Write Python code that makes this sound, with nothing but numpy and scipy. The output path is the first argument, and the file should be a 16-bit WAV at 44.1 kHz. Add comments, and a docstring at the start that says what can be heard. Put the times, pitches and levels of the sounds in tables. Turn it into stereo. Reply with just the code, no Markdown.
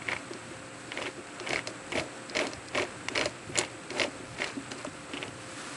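"""Bright steel clicks come first, in a quick cluster over the steady hum and hiss of a workshop machine.
A hand turns a chuck key in a small lathe chuck by half turns: pinion teeth strike the scroll (damped modes under
a noise snap), the scroll scrapes in its groove (clumped, coloured noise) and the chuck rocks on a wooden bench
(low modes with a slower rise). Faint palm noise swells at the end as a palm slides over the steel.
A short diffuse reverberation follows the hits."""
import sys
import numpy as np
from scipy import signal
from scipy.fft import rfft, irfft, next_fast_len
from scipy.io import wavfile
from scipy.ndimage import map_coordinates

SR = 44100
rng = np.random.default_rng(int(sys.argv[2]) if len(sys.argv) > 2 else 0)


def persist_wave(psi):
    """Save psi, clipped to +-1, as 16-bit WAV."""
    counts = np.round(np.clip(psi, -1, 1) * 32767).astype(np.int16)
    wavfile.write(sys.argv[1], SR, np.atleast_2d(counts).T)


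N = 254015

# Machine hiss, relative spectrum: (frequency [Hz], density [dB per Hz])
MACHINE_SPECTRUM = [(15, -56), (25, -36), (58, -15), (88, -34), (114, -9.5), (252, -5), (301, -4.5),
                    (389, -6.5), (516, -17.5), (557, -12.5), (1600, -9), (6370, -33.5), (8030, -16.5),
                    (10600, -40), (11500, -48), (15000, -74), (22000, -120)]
# Broad resonances of its housing: (centre [Hz], width [Hz], boost [dB])
HOUSING_RESONANCES = [(122, 20, 5), (295, 45, 4), (1370, 250, 3), (2580, 200, 2), (7470, 100, 3),
                      (7730, 110, 4.5), (8070, 70, 3)]
# Left-right correlation of the hiss: (frequency [Hz], correlation [1])
HISS_CORRELATION = [(25, 0.81), (60, 0.8), (220, .96), (840, 0.75), (3120, 0.86), (11000, 1)]
# Motor tones: (frequency [Hz])
MOTOR_HZ = [121, 291, 526.5, 701, 7733, 8080, 8408]
# Unsteadiness of each motor tone: (central level [dB rms], scale of frequency wander [Hz])
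MOTOR_LEVELS = [(-59.5, 4), (-58, 5), (-56.5, 2.5), (-63.5, 3), (-69, 9), (-72, 6), (-68.5, 4)]
MACHINE_DB = -46.5  # central level of the hiss, rms

# Bench rumble under the forearms: (time [s], level [dB])
BENCH_LEVEL = [(0, -49.5), (.1, -50.5), (.38, -67), (.48, -52), (.66, -60.5), (1.44, -60), (1.57, -45.5),
               (1.63, -58), (1.92, -55), (2.0, -46.5), (2.15, -71), (2.45, -63), (2.58, -49), (2.66, -59),
               (2.82, -51), (2.94, -59), (3.27, -50), (3.38, -63), (3.48, -46.5), (3.61, -46), (3.75, -61),
               (4.04, -53), (4.22, -56), (4.29, -47), (4.47, -55), (4.76, -58), (4.86, -45.5),
               (5.07, -57.5), (5.28, -50.5), (5.66, -61), (5.76, -52)]
# Its relative spectrum: (frequency [Hz], density [dB per Hz])
BENCH_SPECTRUM = [(20, -31), (50, -11), (85, -2), (125, 1), (170, -2), (260, -30)]
# Reverberation: (frequency [Hz], decay time T60 [s])
ROOM_DECAY = [(300, 0.04), (2000, 0.085), (10000, 0.19)]

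# Palm on the chuck face: (time [s], level [dB]); the first level also holds before its time
PALM_LEVEL = [(5.3, -55.5), (5.44, -50), (5.5, -44), (5.6, -44.5), (5.7, -44), (5.76, -43.5)]
# Its relative spectrum: (frequency [Hz], density [dB per Hz])
PALM_SPECTRUM = [(500, -33), (1200, 2), (1600, -6), (2500, -5.5), (4100, -8), (6000, -10.5), (8000, -10),
                 (11000, -15)]

# Strokes of the key, half turns and nudges: (full speed from [s], until [s], rise [dB/s], fall [dB/s],
# rumble level [dB], scrape level [dB], hiss level [dB])
STROKES = [(.09, .14, 300.5, 150, -43.5, -43, -53), (.98, 1.076, 150.5, 261, -42, -44, -50),
           (1.511, 1.58, 120.5, 299, -40, -42, -48), (1.68, 1.699, 807, 200.5, -43, -52, -54),
           (1.972, 2.001, 250, 298.5, -33, -42, -43.5), (2.365, 2.44, 449.5, 199.5, -35, -39, -47),
           (2.753, 2.83, 501.5, 298, -34.5, -39, -46), (3.159, 3.241, 400, 200, -35.5, -39, -46),
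           (3.565, 3.631, 397, 250, -40, -41, -50), (3.992, 4.04, 200, 299, -35, -39, -43),
           (4.409, 4.478, 201, 251.5, -42.5, -42, -45.5), (4.717, 4.738, 804, 301, -45.5, -50, -52),
           (4.792, 4.807, 394.5, 403, -53.5, -50, -51), (5.14, 5.22, 149, 150, -45, -49, -57)]
# Levels between strokes: (rumble [dB], scrape [dB], hiss [dB])
REST_LEVELS = [-55, -54, -58.5]
SETTLE_DB, SETTLE_DB_PER_S = -13, 40  # slow creep after a stroke: start under its level, then fall
# Friction shaken loose by a tooth, under its peak: (rumble [dB], scrape [dB], hiss [dB])
TOOTH_JOLT = [-26, -21, -40.5]
JOLT_T60_S = 0.12
KNOCK_JOLT_DB = -24  # hiss shaken loose by a knock, under the peak of the cross bar
# Relative spectra of the three frictions: (frequency [Hz], density [dB per Hz])
RUMBLE_SPECTRUM = [(40, -49), (90, -2.5), (130, -17.5), (300, 6), (600, 3.5), (900, -2), (1300, -25)]
SCRAPE_SPECTRUM = [(500, -18.5), (1000, -3.5), (1700, -3), (2190, -2.5), (2600, -1), (3000, -7.5),
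                   (3700, -12.5), (5000, -40)]
HISS_SPECTRUM = [(2500, -19), (4200, 2.5), (5700, -4), (7500, -2.5), (9500, -9), (11500, -17.5)]

# Chuck rocking on the bench: (time [s], rise constant [ms] before limiting, nominal peak [dB],
# landing place [1]: 0 bench leg, 1 board, 2 chuck body, 3 loose jaws)
ROCKING = [(.095, 2.5, -36, 3), (.13, 1.8, -29, 2.85), (.306, 6.7, -31, 0.83), (.318, 5.6, -34.5, 0.87),
           (.348, 2.6, -34, 0.78), (.366, 3.8, -40, .1), (.51, 7.3, -37.5, 1), (.885, 2.2, -37, .6),
           (.99, 3.6, -37, 2.6), (1.008, 2, -41, 1), (1.016, 1.4, -28.5, 2.6), (1.027, 4.1, -42, .4),
           (1.059, .7, -31, 3.2), (1.078, 3.1, -31.5, 1.3), (1.178, 6, -35, 0.91), (1.187, 2.7, -31, 0.62),
           (1.407, 8.8, -34.5, 1), (1.432, 2.9, -39, .1), (1.505, 1.5, -32, 1.2), (1.532, 5.1, -33, 2),
           (1.589, 1, -36, 3.8), (1.674, 4.3, -30.5, 1.58), (1.707, 3.7, -38, .9), (1.922, 1.4, -30.5, 1),
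           (1.953, 4.5, -35, 0.35), (1.976, 9.1, -28, 2), (2.31, 2.6, -35, 0.84), (2.358, .9, -28, 2),
           (2.369, 4.1, -25, 1.6), (2.4, 1.8, -23, 1.65), (2.411, 3, -29, 1.9), (2.466, 6.5, -30.5, 0.22),
           (2.498, 2.2, -32, 0.58), (2.527, 5.7, -42, 2), (2.782, 1.4, -23, 2.8), (2.797, 9.7, -27, 0.98),
           (2.832, 7.6, -32.5, 1), (3.099, 2.7, -35.5, 0.77), (3.113, 5.1, -31, 0.57),
           (3.181, 0.77, -23.5, 2.2), (3.2, 1.5, -30, 2.5), (3.213, 1.6, -25, 2.34),
           (3.258, 1.3, -23, 2.18), (3.491, 6.7, -30, .5), (3.58, 5, -33, 2.04), (3.589, 3.4, -26.5, 1),
           (3.609, 3.1, -31, 2.3), (3.636, 1, -30, 2.8), (3.74, 7.5, -38, 0.9), (3.908, 6.7, -30, .7),
           (3.95, 2.7, -35, 1.3), (4.006, .9, -27, 2), (4.014, 12, -26.5, .8), (4.044, 2.8, -24.5, 1.56),
           (4.076, 5.9, -32, .3), (4.2, 4.1, -33, 0.54), (4.235, 2.1, -33, 0.37), (4.398, 3.3, -29, 0.53),
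           (4.419, 0.93, -26.5, 1.4), (4.567, 23, -26.5, .1), (4.603, 1.9, -34.5, .1),
           (4.719, 1.6, -29, 0.46), (4.848, 1.4, -25, 2.56), (4.871, 4.4, -30.5, 0.081),
           (4.943, 3.5, -35.5, .5), (5.09, 4, -43, 1.7), (5.138, 1.8, -28, 0.34), (5.226, 0.98, -33, 1.5),
           (5.28, 5.9, -35.5, 0.32)]
# Modes of the bench leg, board, chuck body and jaws: (frequency [Hz], relative level [dB], T60 [s])
LEG_MODES = [(273.6, 0, 0.058)]
BOARD_MODES = [(358, 0, 0.058)]
BODY_MODES = [(560, -10, 0.022), (598, 1.5, 0.043)]
JAW_MODES = [(974, -3.5, 0.028), (1273, 2, 0.0078)]
FADE_DB_PER_PART = 12.5  # parts further from the landing ring less
SMALL_THUD_DB, SMALL_THUD_RISE_MS = 3.5, 3  # small chance thuds: level over the rumble, rise constant

# Pinion teeth striking the scroll: (time [s], nominal peaks of scroll [dB], pinion [dB], key [dB])
TEETH = [(.0192, -26, -37, -55), (.0692, -34, -44, -45), (.082, -34, -32, -50), (0.0866, -14.5, -37, -48),
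         (.097, -31, -36, -44), (0.1174, -22, -30, -32), (.1214, -17, -34, -47), (.132, -20, -45, -41),
         (0.1648, -24, -39, -44), (.919, -21.5, -22.5, -38), (.9742, -19.5, -22.5, -38),
         (.9862, -25, -40, -46), (1.018, -30, -29, -47), (1.0246, -29, -27, -37), (1.0573, -32, -30, -42),
         (1.0649, -27, -23, -45), (1.072, -29, -46, -43), (1.4655, -27, -38, -47),
         (1.4724, -20, -23.5, -41), (1.5042, -26, -36, -40), (1.5066, -20, -23, -33),
         (1.5316, -16, -39, -22.5), (1.534, -18.5, -18, -34), (1.5445, -28, -29, -38),
         (1.5592, -15.5, -38, -28.5), (1.5683, -27, -34, -38), (1.5912, -19.5, -29, -39),
         (1.9254, -24.5, -26, -44), (1.9292, -23, -32, -43), (1.954, -20, -43, -41), (1.961, -30, -22, -38),
         (1.974, -20.5, -26, -33), (1.978, -37, -23, -35), (1.984, -39, -21, -34), (1.9969, -21, -23, -28),
         (2.351, -21, -26, -29), (2.3568, -28, -43, -33), (2.368, -14.5, -16.5, -22),
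         (2.372, -26, -25, -24), (2.3906, -15, -18, -24), (2.3997, -30, -24, -30), (2.4138, -28, -19, -34),
         (2.749, -20, -19.5, -33), (2.754, -18, -28, -39), (2.7753, -16, -18.5, -27),
         (2.7845, -28, -26, -29), (2.7946, -19, -28, -39), (2.798, -20, -21, -42), (2.8033, -31, -35, -43),
         (2.821, -23, -23, -32), (3.152, -22, -24, -31), (3.157, -16.5, -31, -26), (3.1633, -23, -36, -36),
         (3.1765, -15.5, -14, -21), (3.1823, -22, -31, -36), (3.1929, -18.5, -26, -26),
         (3.212, -16, -18.5, -25.5), (3.221, -28, -37, -34), (3.5552, -22, -23.5, -29.5),
         (3.5617, -24, -41, -44), (3.5642, -20, -35, -47), (3.5834, -29, -22, -34),
         (3.612, -20.5, -21, -45), (3.636, -22, -27, -40), (3.6489, -29, -30, -34), (3.9714, -25, -32, -43),
         (3.9977, -15, -17, -25), (4.0043, -31, -32, -25), (4.0157, -16, -25, -28),
         (4.0176, -22, -17.5, -23.5), (4.036, -20, -20, -29), (4.0412, -35, -21, -32),
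         (4.387, -25, -27, -42), (4.4048, -27, -44, -45), (4.419, -18, -23, -34), (4.431, -24.5, -38, -38),
         (4.4425, -21, -23, -30), (4.865, -41, -30, -46), (5.1351, -30, -26, -37), (5.1426, -35, -31, -48),
         (5.171, -32, -24, -50), (5.1757, -36, -23.5, -50), (5.228, -30, -20, -48), (5.235, -40, -33, -46),
         (5.281, -42, -33, -52)]
# Key knocking in its slack as the hand grips or lets go:
# (time [s], nominal peaks of chuck [dB], key shank [dB], cross bar [dB])
KEY_KNOCKS = [(0.335, -37, -33, -35), (1.3994, -30.5, -32, -38), (1.492, -39, -32, -23),
              (1.6728, -26.5, -23, -20), (1.9202, -24.5, -37, -26.5), (2.2973, -39, -31.5, -53),
              (2.4687, -26.5, -27.5, -26), (2.5339, -34, -28, -33), (2.6854, -50, -34.5, -32),
              (3.0852, -17, -26.5, -24), (3.257, -28, -23, -20.5), (3.576, -27, -30, -13),
              (3.587, -24, -22, -5), (3.596, -24, -41, -27), (3.9048, -29.5, -30, -31),
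              (4.717, -29.5, -30, -27), (4.8471, -42, -39, -29)]
# Modes of the socket, scroll, pinion, key shank and cross bar: (frequency [Hz], relative level [dB], T60 [s])
SOCKET_MODES = [(1076, -1.6, 0.0093), (1540, -1.4, 0.0031)]
SCROLL_MODES = [(1926, -13, 0.02), (2193, -5, 0.013), (2116, -15.5, 0.0043)]
PINION_MODES = [(2665, -4, 0.0073), (2940, -9, 0.013), (3430, -17.5, 0.027)]
SHANK_MODES = [(4210, -5.5, 0.014), (4700, -1.5, 0.0029), (5110, -12, 0.028), (5750, -7.5, 0.0079)]
BAR_MODES = [(6460, -20.5, 0.032), (7120, -7.5, 0.0058), (8020, -21, 0.016), (9400, -28, 0.0073),
             (10050, -22.5, 0.016)]
TOOTH_SOCKET_DB, TOOTH_BAR_DB = -15, -4.5  # socket under the louder of scroll and pinion, bar under key
KNOCK_SOCKET_DB, KNOCK_PINION_DB = -6, 0.5  # socket and pinion relative to the scroll
# Small chance contacts, over the scrape: (socket [dB], scroll [dB], pinion [dB], shank [dB], bar [dB])
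CHATTER_LEVELS = [6.5, 10, 3, -2.5, -14]
CHATTER_SPREAD_DB = 1.5


def amp(db):
    """Decibel law: amplitude ratio of a level."""
    return 10 ** (np.asarray(db) / 20)


def unit(x):
    """Normalisation to an rms of 1."""
    return x / np.sqrt(np.mean(x ** 2) + 1e-20)


def along(points, hz):
    """Interpolation of (frequency, value) points on a logarithmic frequency axis."""
    f, v = np.transpose(points)
    return np.interp(np.log(hz + 1), np.log(f + 1), v)


def levels(rows):
    """Linear interpolation in decibels: a gain per sample for each column after the time."""
    s, *cols = np.transpose(rows)
    return [amp(np.interp(np.arange(N) / SR, s, db)) for db in cols]


def wobble(rate):
    """Band-limited chance: a smooth random curve with rate knots a second."""
    knots = rng.standard_normal(int(N * rate / SR) + 4)
    return map_coordinates(knots, [np.arange(N) * rate / SR])


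def filtered(x, response):
    """Linear filtering: the spectrum of x times a response of frequency."""
    m = next_fast_len(N + SR // 2)
    return irfft(rfft(x, m) * response(np.fft.rfftfreq(m, 1 / SR)), m)[..., :N]


def stereo(pair, gain, correlation):
    """Mid-side mixing: independent noises gain a colour and a left-right correlation, rms 1."""
    def mid_side(hz):
        angle = np.arccos(np.clip(along(correlation, hz), -1, 1)) / 2
        return gain(hz) * [np.cos(angle), np.sin(angle)]

    mid, side = filtered(pair, mid_side)
    return unit(np.array([mid + side, mid - side]))


def grit(spectrum, lumpy_db, rate):
    """Friction as dense tiny impacts in uneven clumps, coloured by a spectrum."""
    clumps = amp(lumpy_db * wobble(rate) + lumpy_db * wobble(4 * rate))
    correlation = [(30, 1.0), (100, 0.99), (300, 0.98), (2000, 0.92), (9000, 0.82)]
    return stereo(clumps * rng.standard_normal((2, N)), lambda hz: amp(along(spectrum, hz)), correlation)


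def blows(times, attacks, strengths, parts, scatter_db, detune, spread):
    """Modal superposition: damped modes whose pitch, phase and level vary slightly by chance each time."""
    out, t = np.zeros(N + SR), np.arange(SR // 8) / SR
    count = sum(len(part) for part in parts)
    chance = rng.standard_normal((len(times), count, 3))  # pitch, phase, level
    for s, attack, row, luck in zip(times, attacks, strengths, chance):
        modes = np.vstack([np.add(part, [0, level, 0]) for part, level in zip(parts, row)])
        hz, db, t60 = modes.T[..., None]
        shape = (1 - np.exp(-t / attack)) * amp(-60 * t / t60)
        shape = shape / shape.max(axis=1, keepdims=True)
        phase = 2 * np.pi * hz * (1 + detune * luck[:, :1]) * t + spread * luck[:, 1:2]
        ring = amp(db + scatter_db * luck[:, 2:]) * shape * np.sin(phase)
        out[max(round(s * SR), 0):][:len(t)] += ring.sum(axis=0)
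    return out[:N]


def scattered(level_db, count):
    """Chance contacts, denser where the level is high: their times and the level there."""
    share = np.cumsum(amp(level_db) - amp(level_db.min()))
    draws = (np.arange(count) + rng.random(count)) / count
    at = np.minimum(np.searchsorted(share / share[-1], draws), N - 1)
    return at / SR, level_db[at]


def workshop():
    """Broadband noise through housing resonances, with frequency-modulated motor tones."""
    def colour(hz):
        boost = sum(db / (1 + (2 * (hz - c) / w) ** 2) for c, w, db in HOUSING_RESONANCES)
        return amp(along(MACHINE_SPECTRUM, hz) + boost)

    air = stereo(rng.standard_normal((2, N)), colour, HISS_CORRELATION)
    tones = np.zeros(N)
    for hz, (db, wander) in zip(MOTOR_HZ, MOTOR_LEVELS):
        gain = np.sqrt(2) * amp(db + 2.0 * wobble(8))
        tones += gain * np.sin(2 * np.pi * np.cumsum(hz + wander * wobble(12)) / SR)
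    return amp(MACHINE_DB + 0.94 * wobble(4.42)) * air + tones


def bench():
    """Low-frequency forcing: an uneven rumble as weight shifts."""
    return levels(BENCH_LEVEL)[0] * grit(BENCH_SPECTRUM, lumpy_db=1.5, rate=8.9)


def room(x):
    """Diffuse reverberation from bench and walls: each frequency decays at its own rate."""
    hz, t, z = signal.stft(rng.standard_normal((2, SR // 4)), SR, nperseg=128)
    decay = amp(-60 * t / along(ROOM_DECAY, hz)[:, None])
    tail = signal.istft(z * decay, SR, nperseg=128)[1]
    delayed = np.pad(x, (90, 0))  # about 2 ms
    return signal.fftconvolve(delayed[None], tail / np.linalg.norm(tail[0]), axes=1)[:, :N]


def palm():
    """Soft sliding friction: skin on steel, a broad noise."""
    return levels(PALM_LEVEL)[0] * grit(PALM_SPECTRUM, lumpy_db=1.2, rate=9.2)


def turning():
    """Power addition of strokes: rumble, scrape and hiss levels in dB rise, hold, fall and settle."""
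    t, power = np.arange(N) / SR, amp(2 * np.array(REST_LEVELS))[:, None]
    for full, until, rise, fall, *db in STROKES:
        late = np.maximum(t - until, 0)
        release = np.maximum(-fall * late, SETTLE_DB - SETTLE_DB_PER_S * late)
        shape = release - rise * np.maximum(full - t, 0)
        power = power + amp(2 * (np.array(db)[:, None] + shape))
    return 10 * np.log10(power)


def jolts(times, peak_db):
    """Exponential relaxation: power leaps at each contact and dies away."""
    kicks = np.zeros(N)
    kicks[np.round(times * SR).astype(int)] = amp(2 * peak_db)
    return signal.lfilter([1], [1, -amp(-2 * 60 / (JOLT_T60_S * SR))], kicks)


def sliding(motion_db):
    """Dry friction: the scroll grinds while the key turns and chatters after each contact."""
    teeth, knocks = np.array(TEETH), np.array(KEY_KNOCKS)
    tooth_power = jolts(teeth[:, 0], teeth[:, 1:3].max(axis=1))
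    power = amp(2 * motion_db) + amp(2 * np.array(TOOTH_JOLT))[:, None] * tooth_power
    power[2] += jolts(knocks[:, 0], knocks[:, 3] + KNOCK_JOLT_DB)
    rumble, scrape, hiss = np.sqrt(power)
    scroll = rumble * grit(RUMBLE_SPECTRUM, lumpy_db=1.5, rate=30)
    scroll = scroll + scrape * grit(SCRAPE_SPECTRUM, lumpy_db=1.7, rate=120)
    return scroll + hiss * grit(HISS_SPECTRUM, lumpy_db=2.5, rate=150)


def wood(rumble_db):
    """Contact stiffness: soft landings swell in slowly, hard ones at once; the part hit rings most."""
    parts = [LEG_MODES, BOARD_MODES, BODY_MODES, JAW_MODES]
    s, db = scattered(rumble_db, count=30)
    place = (len(parts) - 1) * rng.random(len(s))
    small = np.column_stack([s, np.full(len(s), SMALL_THUD_RISE_MS), db + SMALL_THUD_DB, place])
    s, rise_ms, db, where = np.vstack([ROCKING, small]).T
    attacks = np.clip(rise_ms, .3, 20) / 1000  # seconds
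    distance = abs(np.arange(len(parts)) - where[:, None])
    strengths = db[:, None] - FADE_DB_PER_PART * distance
    return blows(s, attacks, strengths, parts, scatter_db=0.5, detune=0.029, spread=0.43)


def cracks(times, strengths, below_db, t60):
    """Impulsive excitation: each contact opens with a noise snap as strong as shank or bar is struck."""
    out, t = np.zeros(N + SR), np.arange(SR // 100) / SR
    noises = rng.standard_normal((len(times), len(t)))
    for s, row, noise in zip(times, strengths, noises):
        level_db = max(row[-2:]) - below_db  # the louder of shank and bar
        out[round(s * SR):][:len(t)] += amp(level_db - 60 * t / t60) * noise
    return filtered(out[:N], lambda hz: hz / (hz + 900) / (1 + (hz / 7000) ** 2))


def steel(scrape_db):
    """Hard impact: teeth, knocks and chance contacts ring steel modes under a snap."""
    # each row: time, then levels of socket, scroll, pinion, shank, bar
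    teeth = [(s, max(scroll, pinion) + TOOTH_SOCKET_DB, scroll, pinion, key, key + TOOTH_BAR_DB)
             for s, scroll, pinion, key in TEETH]
    knocks = [(s, chuck + KNOCK_SOCKET_DB, chuck, chuck + KNOCK_PINION_DB, shank, bar)
              for s, chuck, shank, bar in KEY_KNOCKS]
    s, db = scattered(scrape_db, count=60)
    spread_db = CHATTER_SPREAD_DB * rng.standard_normal((len(s), len(CHATTER_LEVELS)))
    small = db[:, None] + CHATTER_LEVELS + spread_db
    rows = np.vstack([teeth, knocks, np.column_stack([s, small])])
    s, db = rows[:, 0], rows[:, 1:]
    parts = [SOCKET_MODES, SCROLL_MODES, PINION_MODES, SHANK_MODES, BAR_MODES]
    attacks = np.full(len(s), .00045)  # seconds
    ringing = blows(s, attacks, db, parts, scatter_db=1.5, detune=0.024, spread=0.73)
    return ringing + cracks(s, db, below_db=0.5, t60=0.006)


def scene():
    """Linear superposition of the background, the friction and the hits with their reverberation."""
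    motion_db = turning()
    hits = steel(motion_db[1]) + wood(motion_db[0])
    background = workshop() + bench()
    friction = sliding(motion_db) + palm()
    return background + friction + hits + amp(-14.5) * room(hits)


def record(dry):
    """Band limitation: nothing passes at or above 11060 Hz."""
    return filtered(dry, lambda hz: hz < 11060)


dry = scene()
out = record(dry)
persist_wave(out)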